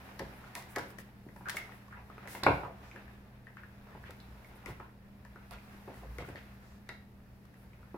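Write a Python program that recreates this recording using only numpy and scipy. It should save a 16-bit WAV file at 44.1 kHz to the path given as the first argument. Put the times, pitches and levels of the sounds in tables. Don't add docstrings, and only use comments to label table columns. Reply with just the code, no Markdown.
import sys
import numpy as np
from scipy import signal
from scipy.io import wavfile

SR = 44100
rng = np.random.default_rng(int(sys.argv[2]) if len(sys.argv) > 2 else 0)


def dump(signal):
    limited = np.clip(np.atleast_2d(signal).T, -1, 1)
    pcm = np.round(limited * 32767).astype(np.int16)
    wavfile.write(sys.argv[1], SR, pcm)


def linear_from_db(decibels):
    return 10 ** (np.asarray(decibels, float) / 20)


N = 351477


def rms_one(x):
    return x / np.sqrt(np.mean(x ** 2) + 1e-20)


def peak_one(x):
    return x / np.abs(x).max()


def at_hz(points, hz):
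    table_hz, value = np.array(points).T
    return np.interp(np.log(hz), np.log(table_hz), value)


def drift(rate_hz):
    points = rng.standard_normal(400)
    return np.interp(np.arange(N) / SR * rate_hz, np.arange(400), points)


def modes(hz, level, t60_s, t):
    decay = linear_from_db(-60 * t / t60_s[:, None])
    return (level[:, None] * np.sin(2 * np.pi * hz[:, None] * t) * decay).sum(axis=0)


def soft_start(t, stop_s):
    return (1 - np.exp(-t / stop_s)) ** 2


def fade_out(t):
    return np.cos(.5 * np.pi * t / t[-1])


def front(sound, t, fade_s):
    short = sound * np.exp(-t / fade_s)
    return short * np.sqrt((sound ** 2).sum() / (short ** 2).sum())


def add(out, s, sound, pan_db):
    port_lag = .7
    for side, part, sign in zip(out, np.broadcast_to(sound, (2, sound.shape[-1])), (1, -1)):
        i = round(s * SR + max(-sign * pan_db * port_lag, 0))
        side[i:i + len(part)] += part[:N - i] * linear_from_db(.5 * sign * pan_db)


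# frequency in Hz, likeness 0-1.
LIKENESS = [(40, 1), (150, 0.88), (300, 0.8), (600, 0.69), (900, 0.45), (1400, 0), (4000, 0), (12000, 0)]


def two_ports(mid, side, hz):
    alike = np.clip(at_hz(LIKENESS, hz), 0, 1)
    return np.sqrt(1 + alike) * mid + np.sqrt(1 - alike) * side * [[1], [-1]]


def stereo_bands(size, gain, grain=1, first_band=0):
    edges_hz = 15 * 2 ** np.arange(0, 10.6, .5)
    out = 0
    white = rng.standard_normal((2, 2, size)) * grain
    for k, (low, high) in enumerate(zip(edges_hz[first_band:], edges_hz[first_band + 1:])):
        hz = np.sqrt(low * high)
        band = signal.butter(2, [low, high], "band", fs=SR, output="sos")
        mid, side = signal.sosfilt(band, white[k % 2])
        out = out + gain(hz) * two_ports(mid, side, hz)
    return out


# frequency in Hz, wander in Hz, level in dB, flutter in dB.
HUM = [(59, 3.94, -63, 7.5), (85, 3.93, -75.5, 0), (120.3, 2.53, -58.5, 1), (200, 1.908, -58.5, -2)]


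def hum():
    out = 0
    for hz, wander_hz, level_db, flutter_db in HUM:
        phase = 2 * np.pi * np.cumsum(hz + wander_hz * drift(11.0)) / SR
        out = out + linear_from_db(level_db + 0.5 + flutter_db * drift(9.0)) * np.sin(phase)
    return out


# frequency in Hz, density in dB per Hz.
AIR = [(22, -1.5), (42, -16), (55, 6.5), (85, 1), (125, -11.5), (170, 4), (260, -13), (500, -12.5),
       (1000, -33), (2200, -52), (3500, -34.5), (8000, -46.5), (13000, -38.5)]


def air():
    level_db = -58
    noise = stereo_bands(N, lambda hz: linear_from_db(at_hz(AIR, hz) + 0.16 * drift(4.0)))
    return linear_from_db(level_db) * rms_one(noise)


def sliding(spectrum, s, level_db, grit_per_s, grit_db, patchy_db, first_band):
    catches = rng.random(N) < grit_per_s / SR
    grain = 1 + linear_from_db(grit_db) * rng.random(N) * catches
    together = drift(25.0)

    def gain(hz):
        return linear_from_db(at_hz(spectrum, hz) + patchy_db * (together + drift(39.0)))

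    noise = stereo_bands(N, gain, grain, first_band)
    return linear_from_db(np.interp(np.arange(N) / SR, s, level_db)) * rms_one(noise)


# time in seconds, shuffle on the boards in dB, fur against fur in dB.
MOTION = [(0, -54.5, -66.5), (.85, -56.5, -70.5), (1.15, -64, -77), (1.35, -66, -71), (1.58, -52, -68),
          (1.95, -63.5, -74.5), (2.3, -53.5, -72), (2.55, -54, -61.5), (2.71, -63, -75),
          (2.858, -56.5, -70.5), (3.42, -65, -78.5), (4.04, -60.5, -71.5), (4.72, -59, -71.5),
          (4.97, -67, -81), (5.75, -59, -68.5), (6.26, -57.5, -68.5), (7.05, -67.5, -79), (7.97, -65, -75)]
# frequency in Hz, density in dB per Hz.
SHUFFLE = [(150, -66), (250, -1), (398, -2.5), (439, -7), (792, -1.5), (1480, -6), (1720, -2), (3940, -21),
           (5000, -26), (6500, -102), (11000, -120)]


def shuffle():
    s, shuffle_db, _ = np.transpose(MOTION)
    return sliding(SHUFFLE, s, shuffle_db, grit_per_s=250.0, grit_db=16.0, patchy_db=1.1, first_band=7)


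# frequency in Hz, density in dB per Hz.
FUR = [(2000, 5), (3000, 4.5), (4500, 8.5), (6000, 1), (8000, 12.5), (10500, -11), (13000, 7),
       (16000, -40.5)]


def fur():
    s, _, fur_db = np.transpose(MOTION)
    return sliding(FUR, s, fur_db, grit_per_s=200.0, grit_db=10.0, patchy_db=.6, first_band=13)


def claws(rows, crack_at_40_db, crack_per_db, t60_s, low_hz, stop_s):
    out, t = np.zeros((3, N)), np.arange(1536) / SR
    bright = signal.butter(1, [low_hz, 7200], "band", fs=SR, output="sos")
    top = signal.butter(1, [9500, 12500], "band", fs=SR, output="sos")
    spread = np.array([-.9, -.5, -.2, 0, .15, .38, .7, 1, 1.3])
    signs = np.array([-1, 1, -1, 1, -1, 1, -1, 1, -1])
    for s, peak_db, hz, pan_db in rows:
        crack_db = crack_at_40_db + crack_per_db * (peak_db + 40)
        chance = rng.standard_normal((2, 9))
        octaves = spread + .03 * chance[0] * (spread != 0)
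        level_db = np.where(octaves < 0, 9.0, -22.0) * octaves + 1.6 * chance[1]
        level_db = level_db - 3.6 * (octaves != 0)
        ring_hz = np.minimum(hz * 2 ** octaves, 15000)
        ring = modes(ring_hz, linear_from_db(level_db) * signs, t60_s * 2 ** (-.8 * np.abs(octaves)), t)
        ring = peak_one(ring * soft_start(t, stop_s))
        grit = rng.standard_normal((2, len(t))) * linear_from_db(-60 * t / 0.02)
        grit[:, 0] += 7.0
        crack = signal.sosfilt(bright, grit) + linear_from_db(-12.0) * signal.sosfilt(top, grit)
        sound = linear_from_db(peak_db - 0.5) * (ring + linear_from_db(crack_db + 16.0) * peak_one(crack))
        add(out[:2], s, sound, pan_db)
        snap = signal.sosfilt(bright, t == 0) + linear_from_db(-10.0) * signal.sosfilt(top, t == 0)
        heard = linear_from_db(peak_db) * (front(ring, t, fade_s=.0017) + linear_from_db(crack_db + 19.0) * peak_one(snap))
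        add(out[2:], s, heard, 0)
    return out


# start in seconds, peak in dB, ring in Hz, left-right in dB.
SCRATCHES = [(.0506, -57, 1470, 0), (.194, -40, 1130, 1.5), (.5528, -32, 2170, -1), (.624, -46, 2040, 1),
             (.7846, -34, 1380, -2), (.9044, -51, 1160, -13), (1.4961, -27.5, 1850, -2.5),
             (1.5012, -34, 2060, 10), (4.1074, -45.5, 1480, 8), (5.5095, -50.5, 1310, -18),
             (6.5994, -70, 1570, -7), (7.4535, -65, 1190, 23)]


def scratches():
    return claws(SCRATCHES, crack_at_40_db=-8.5, crack_per_db=0.06, t60_s=0.011, low_hz=1300, stop_s=.00008)


# frequency in Hz, t60 in seconds.
ROOM_T60 = [(100, 0.19), (400, 0.42), (1500, 0.38), (5000, 0.4), (12000, 0.36)]
# frequency in Hz, level in dB.
ROOM_COLOUR = [(100, 3), (400, 2.15), (1300, 5.5), (2200, 9.5), (3100, 7.5), (4200, 8), (6000, 2),
               (12000, 2.5)]


def room(x):
    t = np.arange(SR // 2) / SR
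    tail = stereo_bands(len(t), lambda hz: linear_from_db(at_hz(ROOM_COLOUR, hz) - 60 * t / at_hz(ROOM_T60, hz)))
    tail = tail * np.clip((t - .003) / 0.0033, 0, 1)
    tail = tail / np.sqrt((tail ** 2).sum() / 2)
    return signal.fftconvolve(x.mean(axis=0)[None], tail, axes=1)[:, :N]


def strokes(rows):
    out = np.zeros((2, N))
    for s, length_s, level_db, hz, octaves in rows:
        white = two_ports(*rng.standard_normal((2, 8192)), hz)
        edges_hz = np.minimum(hz * 2 ** (octaves * np.array([-.5, .5])), [14000, 20000])
        band = signal.butter(2, edges_hz, "band", fs=SR, output="sos")
        rub = rms_one(signal.sosfilt(band, white))
        progress = np.clip(np.arange(8192) / SR / length_s, 0, 1)
        add(out, s, linear_from_db(level_db) * rub * np.sin(np.pi * progress ** .7) ** .9, 0)
    return out


# start in seconds, length in seconds, level in dB, centre in Hz, width in octaves.
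SKIDS = [(1.455, 0.058, -43, 1410, 0.48), (1.9, 0.095, -55.5, 1480, 0.69), (2.63, 0.054, -45, 920, 0.68),
         (2.7, 0.054, -54.5, 677, 0.19), (3.566, 0.05, -57, 1660, 0.79), (3.86, 0.12, -58.5, 770, 1.9),
         (4.046, 0.078, -55, 1600, 1.25), (4.622, 0.081, -57.5, 810, 1.2), (4.662, 0.068, -50.5, 430, 3.6),
         (4.796, 0.12, -63, 885, 0.61), (5.355, 0.027, -55.5, 1520, 0.17), (5.51, 0.058, -53.5, 1020, 2.9),
         (6.357, 0.051, -56, 1870, 1.4), (6.188, 0.046, -55, 1900, 1.9), (6.26, .09, -60.5, 1890, 0.93),
         (1.542, 0.035, -52, 1400, 2.3), (.19, 0.015, -50, 4500, 0.62), (2.818, 0.17, -71.5, 5500, 0.8),
         (6.601, 0.26, -75, 5340, 1.1)]


def skids():
    return strokes(SKIDS)


# start in seconds, peak in dB, ring in Hz, left-right in dB.
TAPS = [(.194, -31, 1800, 6), (.44, -44, 1430, 1), (.7554, -38, 1930, -4), (1.2874, -46, 1900, 4),
        (1.4561, -38, 1500, -2.1), (1.5706, -32.5, 2190, 0), (1.6918, -43.5, 1270, 5),
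        (1.7202, -42, 1860, 8), (1.926, -41, 1480, 5), (2.0996, -41.5, 1250, 5), (2.1795, -42, 1280, 4),
        (2.1805, -45.5, 2430, 0), (2.2553, -43, 1570, 8), (2.4652, -15, 1460, 12), (2.4656, -21, 2186, 4),
        (2.4835, -30, 1520, 3), (2.649, -39, 970, -6), (2.913, -42, 2340, 1), (2.9602, -37.5, 1720, 4),
        (3.0788, -46, 1730, 9), (3.469, -41, 1830, 5), (3.5689, -37, 1560, 5), (3.6338, -39.5, 1670, 5),
        (4.0386, -40.5, 1720, -5), (4.7984, -39.5, 1290, 5), (5.252, -49, 990, -1), (5.3585, -41, 1410, 1),
        (5.584, -49, 2430, 0), (5.877, -46, 1010, 12), (6.2032, -42, 2060, 3), (6.2207, -39.5, 1200, -3),
        (6.223, -45, 2050, 7), (6.2466, -44, 1400, 8), (6.3566, -37, 1850, 8), (6.357, -48, 4400, 0),
        (6.369, -44, 2240, 3), (6.873, -59, 2190, 15), (6.8905, -40.5, 3970, 4), (6.894, -36, 2080, 2),
        (7.016, -62, 2250, 0.5), (7.7326, -51, 2280, 4), (7.8286, -49, 1380, 3)]


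def taps():
    return claws(TAPS, crack_at_40_db=-32, crack_per_db=-0.15, t60_s=.03, low_hz=3200, stop_s=.00022)


# frequency in Hz, level in dB, t60 in seconds.
JOISTS = [(58.6, -4.5, 0.43), (86, -4.5, 0.5), (110.3, 3, 0.28), (128.2, 4.5, 0.21), (161, 1, 0.29),
          (210, -5.5, 0.067)]
# start in seconds, peak in dB.
THUDS = [(.2, -47), (2.464, -25), (2.515, -35), (2.635, -43.5), (3.93, -48.5), (4.04, -51.5), (4.67, -43),
         (4.699, -44), (6.069, -45.5), (6.19, -43), (6.291, -44)]


def thuds():
    out, t = np.zeros((2, N)), np.arange(14000) / SR
    hz, level_db, t60_s = np.transpose(JOISTS)
    for s, peak_db in THUDS:
        chance_db = 3.0 * rng.standard_normal(len(JOISTS))
        boom = modes(hz, linear_from_db(level_db + chance_db), t60_s, t) * soft_start(t, 0.0048)
        add(out, s, -linear_from_db(peak_db) * peak_one(boom) * fade_out(t), 0)
    return out


# frequency in Hz, level in dB.
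BOARDS = [(260, -5.5), (310, -15), (385, 4.5), (470, 1), (620, 3), (840, 7), (1050, 4.5), (1300, -1),
          (1900, 9), (2600, 9.5)]


def knocks(rows, weight_db, give_s):
    out, t = np.zeros((3, N)), np.arange(7000) / SR
    board_hz = np.geomspace(260, 2600, 30)
    board_db = at_hz(BOARDS, board_hz)
    joist_hz, joist_db, joist_t60_s = np.transpose(JOISTS)
    for s, peak_db, hz, t60_s, pan_db in rows:
        chance = rng.standard_normal((3, len(board_hz)))
        slope_db = np.where(board_hz > hz, 10.5, 6.0)
        near_db = board_db - slope_db * np.abs(np.log2(board_hz / hz)) ** 1.07 + 2 * chance[0]
        signs = np.sign(chance[2] + 1.4)
        knock = modes(board_hz * (1 + 0.037 * chance[1]), linear_from_db(near_db) * signs,
                      t60_s * (board_hz / hz) ** -.6, t)
        knock = linear_from_db(peak_db) * peak_one(knock * soft_start(t, give_s))
        weight = modes(joist_hz, linear_from_db(joist_db + 2 * chance[2, :len(JOISTS)]), joist_t60_s, t)
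        weight = peak_one(weight * soft_start(t, 0.003))
        weight = linear_from_db(peak_db + weight_db - 3.5) * weight * fade_out(t)
        add(out[:2], s, knock + weight, pan_db)
        add(out[2:], s, front(knock, t, fade_s=.0016) + weight, 0)
    return out


# start in seconds, peak in dB, knock in Hz, left-right in dB.
RAPS = [(0.201, -37, 330, 5), (.7635, -30.5, 1060, 3), (.7705, -25, 606, 0.5), (.783, -31, 826, 3),
        (.79, -35.5, 760, 0), (1.264, -49.5, 397, 1), (4.664, -41, 300, 1), (4.7, -43, 320, 0),
        (5.878, -45, 300, 3), (6.197, -41, 330, 1), (6.224, -43, 300, 0), (6.3, -40.5, 350, 0),
        (2.099, -44.5, 513, -3), (2.18, -43, 295, -1.1), (2.349, -36, 940, 1), (2.465, -11.5, 840, -2.5),
        (2.4788, -18, 380, 0), (2.4825, -22.5, 870, -1), (2.4891, -20, 416, -2), (2.507, -25, 520, 6),
        (2.633, -31, 840, -5), (2.679, -38, 714, -6), (3.478, -49.5, 754, -1.1), (4.801, -38, 805, -3),
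        (6.204, -37.5, 624, 1), (6.286, -37.5, 300, 1), (6.352, -41.5, 400, -1), (6.892, -38, 735, 3),
        (7.944, -32.5, 400, -1)]


def raps():
    rows = [(s, peak_db, hz, 0.036, pan_db) for s, peak_db, hz, pan_db in RAPS]
    return knocks(rows, weight_db=-20.5, give_s=0.000486)


# start in seconds, peak in dB, knock in Hz, ring t60 in seconds.
STEPS = [(.202, -34.5, 484, 0.13), (0.552, -42, 1100, 0.29), (0.984, -47, 584, 0.041),
         (1.265, -42.5, 300, .033), (1.36, -45.5, 855, 0.027), (1.409, -42.5, 840, .015),
         (1.466, -43.5, 1170, 0.061), (1.544, -41, 585, 0.077), (1.963, -50, 1000, 0.51),
         (2.254, -45, 850, 0.099), (2.431, -27, 1020, 0.034), (2.948, -48, 346, 0.17),
         (3.949, -45, 576, .03), (4.092, -43, 440, 0.068), (4.686, -40.5, 380, 0.029),
         (5.358, -49.5, 565, 0.028), (5.509, -45, 880, 0.21), (5.875, -42, 480, 0.24),
         (6.029, -42.5, 600, 0.11), (6.185, -37, 450, 0.038)]


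def steps():
    rows = [(s, peak_db, hz, t60_s, 0) for s, peak_db, hz, t60_s in STEPS]
    return knocks(rows, weight_db=-6.5, give_s=0.0014)


# start in seconds, length in seconds, level in dB, width in octaves.
SWISHES = [(.32, .12, -70.5, .7), (0.546, 0.079, -53.5, 7.1), (0.687, 0.069, -60.5, 1.3),
           (0.75, .09, -75, 1.6), (0.877, .059, -65, .9), (0.981, 0.044, -56, 7.6),
           (1.355, 0.078, -72, 1.1), (1.515, 0.11, -74, 2.1), (1.553, 0.047, -50, 3),
           (1.716, 0.085, -69.5, 1.2), (2.272, .14, -51.5, 11), (4.46, .053, -71, .79),
           (4.548, .045, -68.5, 0.55), (4.663, 0.069, -61, 5.2), (5.506, 0.039, -62, 0.53),
           (5.936, 0.088, -66, 6.6), (6.167, 0.087, -69, 3.6), (6.244, 0.084, -66, 5),
           (7.563, .12, -74.5, 0.68)]


def swishes():
    centre_hz = 11600
    return strokes([(s, length_s, level_db, centre_hz, octaves) for s, length_s, level_db, octaves in SWISHES])


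# start in seconds, peak in dB, ring in Hz, left-right in dB.
TICKS = [(.476, -47, 1420, 1), (.7607, -25.5, 1964, 2), (.7644, -29.5, 1670, -3.5), (.7927, -33, 1550, 4),
         (.9852, -39, 1860, 11), (1.363, -48, 1750, 11), (1.486, -35.5, 1620, 23), (1.5682, -25, 2150, 2),
         (1.882, -49, 1090, -3), (2.2744, -34.5, 2000, -3.5), (2.3508, -34.5, 2100, 3),
         (2.435, -22, 4100, -6.5), (4.2015, -45.5, 4070, 2), (4.4458, -46.5, 2180, -2),
         (4.5365, -55, 1320, 3), (4.6596, -33, 2110, 7.5), (5.25, -45, 1750, 5), (5.5349, -41, 1400, -4.5),
         (5.9419, -47.5, 1940, 6), (6.1842, -34.5, 2040, 6), (6.2881, -43, 1580, 5.5),
         (6.8903, -33.5, 2010, -1), (7.541, -52.5, 1910, 5)]


def ticks():
    return claws(TICKS, crack_at_40_db=-20, crack_per_db=0.12, t60_s=.03, low_hz=3200, stop_s=.00008)


def scene():
    claw = scratches() + taps() + ticks()
    knock = raps() + steps()
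    rub = skids() + swishes()
    echo = room(linear_from_db(-5.0) * claw[2] + linear_from_db(-0.5) * knock[2] + linear_from_db(-4.5) * rub)
    dogs = claw[:2] + knock[:2] + rub + thuds() + shuffle() + fur()
    return dogs + echo + air() + hum()


def roll_off(x):
    return signal.sosfilt(signal.butter(12, 16650, fs=SR, output="sos"), x)


def record(dry):
    port_hz, port_width_hz, port_db, cutoff_hz = 10040, 700, -6, 15900
    r = np.exp(-np.pi * port_width_hz / SR)
    poles = [1, -2 * r * np.cos(2 * np.pi * port_hz / SR), r * r]
    cavity = signal.lfilter([(1 - r * r) / 2, 0, (r * r - 1) / 2], poles, dry)
    low_pass = signal.cheby2(10, 40, cutoff_hz + 700, fs=SR, output="sos")
    return roll_off(signal.sosfilt(low_pass, dry + linear_from_db(port_db) * cavity))


dry = scene()
out = record(dry)
dump(out)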